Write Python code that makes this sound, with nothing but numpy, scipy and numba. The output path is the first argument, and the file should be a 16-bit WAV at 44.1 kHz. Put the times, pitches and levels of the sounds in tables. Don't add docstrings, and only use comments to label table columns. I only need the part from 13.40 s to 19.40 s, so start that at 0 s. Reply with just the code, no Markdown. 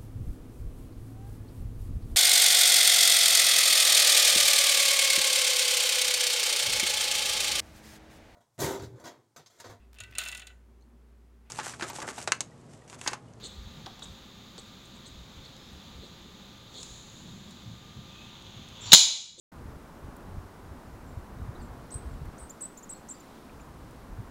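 import sys
import numpy as np
from scipy import signal
from scipy.fft import rfft, irfft
from scipy.io import wavfile
from scipy.ndimage import uniform_filter1d
from numba import njit

SR = 44100
rng = np.random.default_rng(int(sys.argv[2]) if len(sys.argv) > 2 else 0)


def transcribe(u):
    v = np.clip(np.atleast_2d(u).T, -1, 1)
    q = np.round(v * 32767).astype(np.int16)
    wavfile.write(sys.argv[1], SR, q)


N = 264600
TIME = np.arange(N) / SR

# pitch in Hz, average level in dB.
HUM_TONES = [(59, -64), (120, -62.5), (289, -76.5), (347, -70), (402, -73.5), (533, -71), (1201, -68.5)]
# frequency in Hz, relative level in dB.
AIR_COLOUR = [(20, -13), (45, -6.5), (90, -8), (200, -4), (300, -10.5), (650, -17.5), (850, -15.5),
              (2000, -21), (2900, -19.5), (3650, -11), (5500, -27.5), (6800, -21.5), (8300, -37.5),
              (11000, -38), (15500, -35.5)]
BUMP_COLOUR = [(40, -22.5), (80, 0.5), (120, -3), (220, 2), (320, -18), (600, -24.5), (1500, -39.5),
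               (5000, -81.5)]
THUD_COLOUR = [(20, -10.5), (55, 9.5), (80, 5), (120, -13.5), (250, -29), (1500, -90)]
PALM_COLOUR = [(600, -60), (2000, -42), (3800, 3), (5300, -16), (6800, 5), (7500, -2), (8400, -23),
               (9600, -11.5), (11000, -33), (15000, -33.5)]
DRAG_COLOUR = [(300, -13), (1000, -4), (1800, -12.5), (2500, -6.5), (3600, 4.5), (5000, -26), (6600, -6.5),
               (8000, -33.5), (12000, -39.5)]
TICK_COLOUR = [(300, -15), (1000, -13.5), (2000, -11.5), (3700, 2), (5000, 1), (7000, -3), (9500, -13),
               (11500, -32), (15500, -37.5)]
FINGER_ECHO_COLOUR = [(100, -2.5), (700, -4), (3500, 0.5), (8000, -8), (15000, 4.5)]
CRACK_COLOUR = [(30, -21.5), (200, -12), (330, -42), (500, -15), (1000, -17), (1900, -14.5), (2600, -16),
                (3900, 3.5), (5400, -11.5), (7000, 0.5), (8200, -24.5), (10000, -20), (15000, -26.5)]
LOCK_ECHO_COLOUR = [(60, -13.5), (330, -9), (700, -7), (1150, -9), (1850, -12), (2350, 0), (3850, -2.5),
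                    (4800, -3), (5200, 3), (5950, -2.5), (7100, -1.5), (7900, -5.5), (10100, 2),
                    (11200, -9.5), (15500, -4.5)]
# start, end, rise time and fall time in seconds, level in dB.
TYPING_HOLD = (-0.5, 4, 0.5, 0.6, -57.5)
DOOR_HOLD = (4, 5.9, 0.3, .3, -55)
# start and length in seconds, level in dB, pitch in Hz.
BOX_PUSHES = [(0.031, .4, -48, 61), (.28, .24, -53, 150), (.621, .18, -57, 60), (1.64, .26, -53, 65),
              (1.954, .076, -50.5, 65), (2.279, .15, -51.5, 60), (2.42, .29, -52, 60), (2.5, .2, -56, 190),
              (2.843, .12, -58.5, 60), (3.49, .082, -53, 60), (3.759, .34, -51, 175),
              (4.19, .24, -46.5, 130), (4.53, .1, -46, 118), (5.08, .17, -52, 130)]
# start and length in seconds, level of the rasp in dB,
# then hiss and panel murmur in dB compared with the rasp.
SKIN_RUBS = [(.012, .072, -46, -4, -8), (.613, 0.039, -54, 2.5, -3), (1.175, 0.03, -53, -1, 1),
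             (1.442, 0.024, -65, 3, -6), (1.527, 0.056, -63, -4, -4), (1.642, 0.048, -55, -2.5, -9),
             (2.031, .056, -54, -19, -7), (2.589, .1, -57, -14, 0), (3.32, .11, -50.5, -11, -6),
             (3.422, .016, -59, 13, -1), (5.968, .045, -43, 6, -1)]
# start and length in seconds, level in dB, centre and width in Hz.
SCUFFS_AND_CREAKS = [(.4595, .009, -44, 4300, 2200), (.459, .035, -51, 850, 500),
                     (.618, .016, -44, 3640, 500), (2.12, .24, -71, 5280, 140),
                     (4.65, 0.28, -63.5, 2555, 120), (4.85, 0.29, -68, 960, 160),
                     (5.40, .14, -54, 5700, 600), (5.43, .11, -48.5, 4360, 700),
                     (5.43, 0.094, -60, 987, 160)]
# pitch and width in Hz, strength in dB before dividing by the width.
PANEL_RESONANCES = [(176, 25, -2), (350, 57, -3), (797, 160, 10), (1120, 200, 6)]
# start in seconds, level in dB,
# brightness in dB per octave, knock in dB compared with the tick.
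FINGER_TICKS = [(.0453, -47, -5, -8), (.4612, -42, -4.5, 3), (.4655, -44, -5, 5), (.594, -44, -2, -3),
                (.6215, -47, -4, 4), (.640, -50, -4, 5), (.656, -49, -4, 6), (1.1797, -39, -.5, -5),
                (2.051, -52, 2, -3), (2.166, -49, 3, -19), (2.331, -56, 17, -20), (3.342, -46, -3, -6),
                (3.406, -45, 5, -20), (3.4302, -35, 4.5, -17), (4.109, -47.5, 10, -20),
                (5.023, -52, 5, -26), (5.2875, -47.5, 4, -15)]
# time in seconds, effort in dB.
DOOR_PULL = [(4.4, -30), (4.75, -13), (5.36, -11), (5.44, -3.5), (5.515, 1), (5.535, -13)]
# start and length in seconds, level in dB, centre and width in Hz.
BOLT_SLIDE = [(5.5180, 0.0061, -15.5, 3300, 2500), (5.5178, .0105, -18, 5900, 2800),
              (5.5178, 0.015, -32, 1000, 2200), (5.5170, 0.01494, -12, 3850, 390)]
# start in seconds, level in dB.
BOLT_BLOWS = [(5.5312, 14), (5.5358, 13), (5.5384, 7), (5.5438, -0.5), (5.5468, 9)]
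# pitch in Hz, relative level in dB, seconds to fade by 60 dB.
LOCK_TONES = [(52, -5.5, 0.078), (182, -1, .1), (509, -9, .1), (686, -16, 0.18), (1110, -21, 0.5),
              (2390, -15, 0.5), (2880, -15, .45), (3200, -18.5, 0.39), (3320, -19, .48), (3590, 3.5, 0.19),
              (3630, -5.5, .35), (3710, 1, .3), (3810, -1, 0.64), (3917, -8, 0.54), (3830, -3, 0.57),
              (4200, -12.5, .4), (4510, 0, 0.47), (4385, -1, .42), (4562, -1.5, .4), (5100, -6, .42),
              (4830, -8.5, .45), (5454, -6, 0.38), (5660, -4, 0.51), (6230, -7, 0.36), (6820, -8, 0.34),
              (6890, -0.5, 0.416), (6970, -13, 0.21), (7050, -9, 0.52), (7365, -16, .42)]


def gain(db):
    return 10 ** (np.asarray(db) / 20)


def normalise(x):
    return x / np.sqrt(np.mean(x ** 2))


def fade(seconds):
    return np.exp(-np.log(1000) * np.minimum(TIME[:SR] / seconds, 10))


def add(out, start, x):
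    i = min(int(start * SR), N - 1)
    out[i:i + len(x)] += x[:N - i]


def tint(x, colour, tilt_db=0):
    hz, db = np.transpose(colour)
    octave = np.log2(np.maximum(np.arange(len(x) // 2 + 1) * SR / len(x), 1))
    curve_db = np.interp(octave, np.log2(hz), db + tilt_db * np.log2(hz))
    return normalise(irfft(rfft(x) * gain(curve_db), len(x)))


def noise(colour, tilt_db=0, size=N):
    return tint(rng.standard_normal(size), colour, tilt_db)


def wander(rate):
    points = rng.standard_normal(1024)
    return np.interp(TIME * rate, np.arange(len(points)), points)


def grit(spread_db, size=N):
    return normalise(rng.standard_normal(size) * gain(spread_db * rng.standard_normal(size)))


def stroke(x, length):
    n = int(length * SR)
    return normalise(x[-n:] * np.hanning(n))


def slips(rows):
    out = np.zeros(N)
    for start, length, db, hz, width in rows:
        edges = np.clip([hz - width / 2, hz + width / 2], 20, SR * .45)
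        band = signal.butter(3, edges, 'band', fs=SR, output='sos')
        ringing = signal.sosfilt(band, grit(7.5, size=SR))
        add(out, start, gain(db) * stroke(ringing, length))
    return out


def hold(start, end, rise, fall, db):
    return gain(db) * np.interp(TIME, [start - rise, start, end, end + fall], [0, 1, 1, 0])


def pull_effort():
    seconds, db = np.transpose(DOOR_PULL)
    return gain(np.interp(TIME, seconds, db, left=-150, right=-150))


def background(air_db=-50.5):
    hum = np.zeros(N)
    for hz, db in HUM_TONES:
        peak = np.sqrt(2) * gain(db + 2.5 * wander(2.72))
        hum += peak * np.sin(2 * np.pi * hz * TIME + 0.55 * wander(3.19))
    return noise(AIR_COLOUR) * gain(air_db + .5 * wander(5.23)) + hum


def room_echo(x, colour, fade_s=0.58, treble_fade_s=0.32, split_hz=8000):
    tail = noise(colour, size=SR)
    low = signal.sosfilt(signal.butter(4, split_hz, 'low', fs=SR, output='sos'), tail)
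    high = signal.sosfilt(signal.butter(4, split_hz, 'high', fs=SR, output='sos'), tail)
    build_up = 1 - fade(0.062)
    echo = (low * fade(fade_s) + high * fade(treble_fade_s)) * build_up
    return signal.fftconvolve(x, echo / np.sqrt(np.sum(echo ** 2)))[:N]


def shudder(hz, size=N, table_pitch_hz=60):
    return noise([(f * hz / table_pitch_hz, db) for f, db in THUD_COLOUR], size=size)


def hand_rumble():
    contact = hold(*TYPING_HOLD) + hold(*DOOR_HOLD)
    out = noise(BUMP_COLOUR) * contact * gain(2.7 * wander(14))
    for start, length, db, hz in BOX_PUSHES:
        add(out, start, gain(db) * stroke(shudder(hz, size=SR), length))
    return out


def palm_swish(peak_s=3.41, rise_s=.16, db=-50, slowing_db_per_s=19.5):
    since = TIME - peak_s
    landing = np.clip(1 + since / rise_s, 0, 1) ** 2
    speed = landing * gain(-slowing_db_per_s * np.maximum(since, 0))
    return tint(grit(5.1), PALM_COLOUR) * speed * gain(db + 1.4 * wander(15))


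def skin_rubs(hiss_delay=.15):
    rows = []
    for start, length, db, hiss_db, murmur_db in SKIN_RUBS:
        rasp = (start, length, db, 3880, 1100)
        murmur = (start, length, db + murmur_db, 390, 280)
        hiss = (start + hiss_delay * length, length, db + hiss_db, 7300, 2200)
        rows += [rasp, murmur, hiss]
    return slips(rows)


def panel_knock(size, fade_s=.045):
    push = rng.standard_normal(size) * fade(fade_s)[:size]
    ring = np.zeros(size)
    for hz, width, db in PANEL_RESONANCES:
        resonance = signal.iirpeak(hz, hz / width, fs=SR)
        ring += gain(db) * signal.lfilter(*resonance, push) / width
    return ring / np.abs(ring).max()


def fingers(tick_fade_s=.019, echo_db=-5.5, size=4096):
    out = skin_rubs() + slips(SCUFFS_AND_CREAKS)
    for start, db, bright_db, knock_db in FINGER_TICKS:
        tick = noise(TICK_COLOUR, bright_db, size) * fade(tick_fade_s)[:size]
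        add(out, start, gain(db) * (tick + gain(knock_db) * panel_knock(size)))
    return out + gain(echo_db) * room_echo(out, FINGER_ECHO_COLOUR)


def door_drag(scrape_db=-41.5, groan_db=-45, groan_hz=114):
    scrape = tint(grit(7.2), DRAG_COLOUR) * gain(scrape_db + 1.2 * wander(60))
    groan = gain(groan_db) * shudder(groan_hz)
    return (scrape + groan) * pull_effort()


def bolt_squeak(start_s=5.41, start_hz=7280, sag_hz_per_s=2600, db=-44):
    since = np.clip(TIME - start_s, 0, 1)
    jitter = normalise(uniform_filter1d(rng.standard_normal(N), size=30))
    pitch = (start_hz - sag_hz_per_s * since) * (1 + 0.035 * jitter)
    tone = normalise(np.sin(2 * np.pi * np.cumsum(pitch) / SR))
    return tone * (since > 0) * pull_effort() * gain(db + 2.7 * wander(120))


def lock_clack(crack_fade_s=0.029, echo_db=-4.5, ring_db=-10.5):
    cracks = slips(BOLT_SLIDE)
    for start, db in BOLT_BLOWS:
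        add(cracks, start, gain(db) * noise(CRACK_COLOUR, size=SR) * fade(crack_fade_s))
    out = cracks + gain(echo_db) * room_echo(cracks, LOCK_ECHO_COLOUR)
    first_blow_s = BOLT_BLOWS[0][0]
    for hz, db, fade_s in LOCK_TONES:
        tone = np.sin(2 * np.pi * (hz * TIME[:SR] + rng.random()))
        add(out, first_blow_s, gain(ring_db + db) * fade(fade_s) * tone)
    return out


def scene():
    handling = fingers() + hand_rumble() + palm_swish()
    door = door_drag() + bolt_squeak() + lock_clack()
    return (handling + door + background())[None]


@njit
def follow_level(x, attack, release):
    out, level = np.empty(len(x)), 0.
    for i in range(len(x)):
        level += (x[i] - level) * (attack if x[i] > level else release)
        out[i] = level
    return out


def record(dry, threshold_db=-12, attack_s=0.028, release_s=4.0, top_hz=15850):
    level = follow_level(np.abs(dry[0]), 1 / (attack_s * SR), 1 / (release_s * SR))
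    turned_down = dry / np.maximum(level / gain(threshold_db), 1)
    clipped = turned_down / (1 + turned_down ** 8) ** (1 / 8)
    treble_cut = signal.ellip(10, .1, 80, top_hz, fs=SR, output='sos')
    return signal.sosfilt(treble_cut, .9 * clipped)


dry = scene()
out = record(dry)
transcribe(out)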